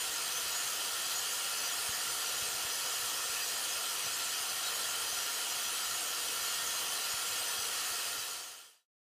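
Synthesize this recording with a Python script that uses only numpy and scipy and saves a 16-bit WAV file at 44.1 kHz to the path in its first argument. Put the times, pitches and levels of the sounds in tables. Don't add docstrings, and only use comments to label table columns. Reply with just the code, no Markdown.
import sys
import numpy as np
from scipy import signal
from scipy.fft import rfft, irfft
from scipy.io import wavfile
from scipy.ndimage import uniform_filter1d, map_coordinates

SR = 44100
rng = np.random.default_rng(int(sys.argv[2]) if len(sys.argv) > 2 else 0)


def natural_amplitude(level_db):
    exponent = np.asarray(level_db, float) / 20
    return 10 ** exponent


def output_pcm(signal):
    pcm = np.clip(np.atleast_2d(signal).T, -1, 1) * 32767
    wavfile.write(sys.argv[1], SR, np.round(pcm).astype(np.int16))


N = 403943
TIME = np.arange(N) / SR

LATHE_HZ, STONE_HZ = 1.6823, 92.87
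TURNS = 14
BEAM_LAG = .04
TOP_HZ = 15290

# [f/Hz, width/Hz, level/dB]
BORE = [(459, 75, -61.8), (539, 154, -60.4), (724, 92, -56.0), (942, 44, -60.5), (1343, 154, -51.8),
        (1382, 37, -54.3), (1814, 166, -52.0), (2230, 67, -61.0), (2590, 152, -52.9), (2857, 168, -51.8),
        (3072, 155, -49.8), (3290, 203, -50.0)]
# [f/Hz, width/Hz, level/dB]
RINGS = [(3880, 16, -61.3), (3963, 15, -63.6), (4135, 79, -55.3), (4830, 31, -56.0), (4982, 33, -59.3),
         (5106, 30, -62.6), (5354, 81, -61.1), (5925, 217, -51.1), (6230, 45, -56.5), (6494, 299, -50.3),
         (6783, 32, -55.5), (7004, 116, -53.9), (7260, 111, -56.7), (7527, 48, -58.2), (7812, 35, -58.3),
         (8240, 120, -57), (8519, 133, -56.4), (8789, 109, -54.6), (9061, 118, -56.2), (9373, 44, -62.1),
         (9659, 22, -57), (9720, 260, -55.5), (10133, 42, -62.6), (10595, 72, -59.6), (10886, 146, -60.6),
         (11224, 27, -68.4), (11674, 128, -65.2), (12507, 299, -59.6), (13239, 145, -64.4),
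         (13550, 221, -57.4)]


def evened(x):
    return x / np.sqrt(np.mean(x ** 2) + 1e-20)


def read(points, hz):
    f, value = np.transpose(points)
    return np.interp(np.log(hz + 1), np.log(f + 1), value)


def drift(rate):
    knots = rng.standard_normal(600)
    return np.interp(TIME * rate, np.arange(600), knots) * np.sqrt(1.5)


def ringing(hz, width):
    r = np.exp(-np.pi * width * 1.55 / SR)
    noise = rng.standard_normal(N) + 1j * rng.standard_normal(N)
    slow = signal.lfilter([1], [1, -2 * r, r * r], noise)
    return evened((slow * np.exp(2j * np.pi * hz * TIME)).real)


def shaped(spectrum, size, patchy_db, turning_db, flicker_db):
    hop = size // 4
    frames, hz = N // hop + 5, np.fft.rfftfreq(size, 1 / SR)
    a, b, patches = rng.standard_normal((frames, len(hz), 3)).T
    patches = uniform_filter1d(patches, size=5, axis=0)
    patches = evened(uniform_filter1d(patches, size=7, axis=1))

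    around = evened(uniform_filter1d(rng.standard_normal((len(hz), 14)), size=3, axis=0))
    around -= around.mean(axis=1, keepdims=True)
    angle = np.arange(frames) * hop / SR * LATHE_HZ % 1 * 14
    bins, angle = np.meshgrid(np.arange(len(hz)), angle, indexing="ij")
    turning = map_coordinates(around, [bins, angle], order=1, mode="grid-wrap")
    turning *= np.clip(hz / 8000, 0, 1)[:, None]

    flicker = evened(uniform_filter1d(rng.standard_normal(frames), size=3))
    db = read(spectrum, hz)[:, None] + patchy_db * patches + turning_db * turning + flicker_db * flicker
    z = (a + 1j * b) * natural_amplitude(db)
    return evened(signal.istft(z, nperseg=size, noverlap=size - hop)[1][:N])


def swing(curve):
    s, db = np.transpose(curve)
    return natural_amplitude(np.interp(TIME, s, db - db.mean()) + .8 * drift(5.))


def shop_rumble():
    # [f/Hz, level/dB per Hz]
    rumble_spectrum = [(15, -43), (25, -15), (57, -9), (70, 2.5), (171, 0.5), (204, -5), (246, -6.5),
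                       (300, -1.5), (390, -9), (660, -120)]
    # [t/s, level/dB]
    draught = [(0.0, -68.5), (0.29, -71), (1.23, -71), (2.45, -69), (4.23, -71), (4.99, -68.5), (5.41, -72),
               (6.04, -68.5), (6.46, -71.5), (8.0, -71.5)]
    rumble = shaped(rumble_spectrum, size=1024, patchy_db=3.0, turning_db=-5.0, flicker_db=1.0)
    return natural_amplitude(-66.5) * swing(draught) * rumble


def motor():
    # [multiple of rotor speed, level/dB]
    whine_orders = [(1, -68), (2, -68), (3, -68), (5, -70), (6, -65), (12, -66), (24, -67), (30, -74)]
    rotor_hz = 487.6 * (1 + .0006 * drift(3.))
    turns = np.cumsum(rotor_hz) / SR
    whine = np.zeros(N)
    for k, db in whine_orders:
        whine += natural_amplitude(db + 2.8 * drift(6.)) * np.cos(2 * np.pi * (k * turns + rng.random()))
    hum = natural_amplitude(-80) * np.cos(2 * np.pi * STONE_HZ * TIME)
    return np.sqrt(2) * (whine + hum)


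def puffs():
    # [t/s, peak level/dB]
    puff_events = [(1.894, -44.4), (2.426, -49.7), (2.486, -55.1), (2.651, -49.9), (3.3, -54.5),
                   (4.408, -52.9), (5.13, -54.9), (5.922, -57), (7.141, -48.9), (7.592, -51.9),
                   (7.913, -54.7)]
    out = np.zeros(N)
    lead_s, push_s = .02, .005
    u = np.arange(-lead_s, .04, 1 / SR) / push_s
    push = np.exp(-(u / .3) ** 2) - .4 * np.exp(-((u - .9) / .6) ** 2)
    for s, db in puff_events:
        at = round((s - lead_s) * SR)
        out[at:at + len(u)] += natural_amplitude(db + 4) * push
    return out


def bore():
    return sum(natural_amplitude(db + 1.25 * drift(15.)) * ringing(hz, width) for hz, width, db in BORE)


def beams():
    strong_beams = {3880: (.85, 8.6, .25), 4830: (.75, 6.0, .55), 5925: (.8, 6.3, .5), 6230: (.6, 7.2, .05),
                    6494: (.2, 5.4, .35), 6783: (.95, 12, .65), 7004: (.2, 4.5, 0), 7527: (.1, 5, .95),
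                    7812: (.75, 4.7, .25), 8240: (.45, 5.2, .75), 9061: (.1, 4.8, .4), 9659: (0, 4.3, .7),
                    10133: (.05, 5.7, .35), 11224: (0, 5.7, .15), 12507: (.8, 6.2, .65)}
    chance = rng.random((len(RINGS), 2))
    return [strong_beams.get(hz, (a, 3, b)) for (hz, width, db), (a, b) in zip(RINGS, chance)]


def beam(angle, sharp):
    return np.exp(sharp * (np.cos(2 * np.pi * (LATHE_HZ * TIME - angle)) - 1))


def casting(aims):
    out = np.zeros(N)
    for (hz, width, db), (main, main_db, second) in zip(RINGS, aims):
        lobes = beam(main + BEAM_LAG, 12.) + .6 * beam(second + BEAM_LAG, 12.)
        lobes_db = 1.2 * main_db * lobes
        out += natural_amplitude(db) * ringing(hz, width) * evened(natural_amplitude(lobes_db + 1.83 * drift(12.)))
    return out


def glints(aims):
    rows = []
    scatter = .25
    for (hz, width, db), (main, main_db, second) in zip(RINGS, aims):
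        sings, late, off = rng.random((TURNS, 3)).T
        if hz in (6783, 9659):
            continue
        times = (np.arange(TURNS) + main + BEAM_LAG + scatter * (2 * late - 1)) / LATHE_HZ
        pitches = hz + width * (off - .5)
        glint_db = min(db + 8, -49.5)
        rows += [(t, glint_db, f) for t, f, p in zip(times, pitches, sings) if p < .55]
    for hz, width, db in BORE[4:]:
        when, off = rng.random((14, 2)).T
        rows += [(t, db + 1, f) for t, f in zip(.2 + 8.3 * when, hz + width * (off - .5))]
    return rows


def flares(aims):
    # [t/s, level/dB]
    squeals = [(0.522, -45.1), (0.579, -38.3), (1.123, -47.0), (1.173, -37.5), (1.733, -43.4),
               (2.305, -46.8), (2.898, -46.0), (2.963, -45.1), (3.487, -46.1), (4.142, -43.6),
               (4.743, -44.2), (5.332, -45.5), (5.869, -46.5), (5.92, -43.7), (6.461, -44.1),
               (6.516, -45.3), (7.121, -43.5), (7.714, -50), (8.305, -49.5)]
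    # [t/s, level/dB, f/Hz]
    pings = [(0.017, -46.7, 6977), (0.036, -49, 9655), (0.372, -44.9, 6230), (1.051, -47.2, 7810),
             (1.074, -46.5, 5967), (1.663, -44.7, 5975), (1.823, -49, 9655), (2.215, -47.4, 7805),
             (3.426, -44.3, 4833), (4.068, -47, 5932), (4.317, -46.8, 4177), (4.66, -45.2, 3877),
             (4.812, -47.7, 8485), (5.126, -45.4, 6236), (5.51, -45.5, 5824), (5.84, -46.0, 4822),
             (6.008, -47.7, 8749), (6.473, -46.3, 8829), (6.782, -44, 4136), (6.94, -47.1, 9655),
             (6.969, -45, 4146), (7.025, -47.5, 5949), (7.155, -47.2, 9655), (7.892, -48.0, 9655),
             (7.62, -47, 5950), (7.993, -48.2, 7808), (8.24, -47, 3880), (8.824, -45, 3880),
             (0.602, -49, 9665), (1.341, -48.6, 7810)]
    squeal_hz, flare_s, reach_s = 6785, .038, .12
    out = np.zeros(N)
    t = np.arange(-reach_s, reach_s, 1 / SR)
    swell = np.exp(-(t / (.62 * flare_s)) ** 2)
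    events = [(s, db, squeal_hz) for s, db in squeals] + list(pings) + glints(aims)
    for s, db, hz in events:
        at = round((s - reach_s) * SR)
        tone = np.sqrt(2) * natural_amplitude(db) * swell * np.cos(2 * np.pi * (hz * t + rng.random()))
        out[max(at, 0):at + len(t)] += tone[max(-at, 0):]
    return out


def grit():
    # [f/Hz, level/dB per Hz]
    hiss_spectrum = [(120, -44.5), (200, -17.5), (320, -12), (620, -12.5), (850, -8), (1150, -2),
                     (2150, -7.5), (3600, -5), (4600, 0.5), (6300, -6.5), (8400, -4.5), (11400, -8),
                     (14300, -11), (15300, -7)]
    return natural_amplitude(-37.5) * shaped(hiss_spectrum, size=1024, patchy_db=1.3, turning_db=3.2, flicker_db=.3)


def throbbing(x):
    # [f/Hz, depth 0-1]
    throb_depth = [(1000, .02), (3000, .045), (6000, .06), (9000, .15), (11000, .06), (14000, .11)]
    hz = np.fft.rfftfreq(N, 1 / SR)
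    varying = irfft(rfft(x) * read(throb_depth, hz), N)
    return x + varying * np.cos(2 * np.pi * STONE_HZ * TIME)


def scene():
    aims = beams()
    grinding = throbbing(grit() + casting(aims) + bore() + flares(aims))
    mono = shop_rumble() + motor() + puffs() + grinding
    return np.array([mono, mono])


def starved(x, under_db, from_hz):
    hz, t, z = signal.stft(x, SR, nperseg=2048, noverlap=1536)
    short_db = .7 * np.interp(t, TIME, drift(1.5))
    narrow = uniform_filter1d(abs(z) ** 2, size=5, axis=0)
    narrow = uniform_filter1d(narrow, size=3, axis=1)
    narrow_db = 10 * np.log10(narrow + 1e-20)
    wide_db = uniform_filter1d(narrow_db, size=60, axis=0)
    top_db = 2.8 * (hz[:, None] / TOP_HZ) ** 3
    weak = narrow_db - wide_db < under_db + short_db + top_db
    weak &= (hz > from_hz)[:, None]
    weak |= np.roll(weak, 1, axis=0) | np.roll(weak, 1, axis=1)
    thinned = signal.istft(z * np.where(weak, .05, 1), SR, nperseg=2048, noverlap=1536)[1][:N]
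    return irfft(rfft(thinned) * (np.fft.rfftfreq(N, 1 / SR) < TOP_HZ), N)


def slips():
    # [t/s, low edge f/Hz, high edge f/Hz, level/dB]
    slip_events = [
        (.6885, 11700, 13200, -57),
        (.8046, 6900, 8300, -55),
        (1.0832, 11000, 12500, -57),
        (1.594, 4500, 5800, -51),
        (2.105, 5600, 7000, -51),
        (2.523, 6900, 8400, -53),
        (3.730, 4100, 5800, -51),
        (5.031, 4500, 5800, -54),
        (7.051, 4100, 5300, -48),
    ]
    side, hz = np.zeros(N), np.fft.rfftfreq(2048, 1 / SR)
    window = signal.windows.kaiser_bessel_derived(2048, 4 * np.pi)
    for s, low, high, db in slip_events:
        burst = irfft(rfft(rng.standard_normal(2048)) * ((hz > low) & (hz < high)))
        at = round(s * SR) - 1024
        side[at:at + 2048] += natural_amplitude(db) * evened(burst * window)
    return side * np.array([[1], [-1]])


def low_pass(x):
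    return signal.sosfilt(signal.butter(12, 15310, fs=SR, output="sos"), x)


def record(dry):
    hz = np.fft.rfftfreq(N, 1 / SR)
    roll_off = 1 - 1 / (1 + (hz / 38) ** 4)
    heard = irfft(rfft(dry[0]) * roll_off, N)
    thinned = starved(heard, under_db=-6.6, from_hz=5200)
    fade_start, fade_end = 7.883, 8.877
    u = np.clip((TIME - fade_start) / (fade_end - fade_start), 0, 1)
    faded = thinned * np.cos(np.pi / 2 * u) ** 2.08 * (u < 1)
    return low_pass(faded + slips())


dry = scene()
out = record(dry)
output_pcm(out)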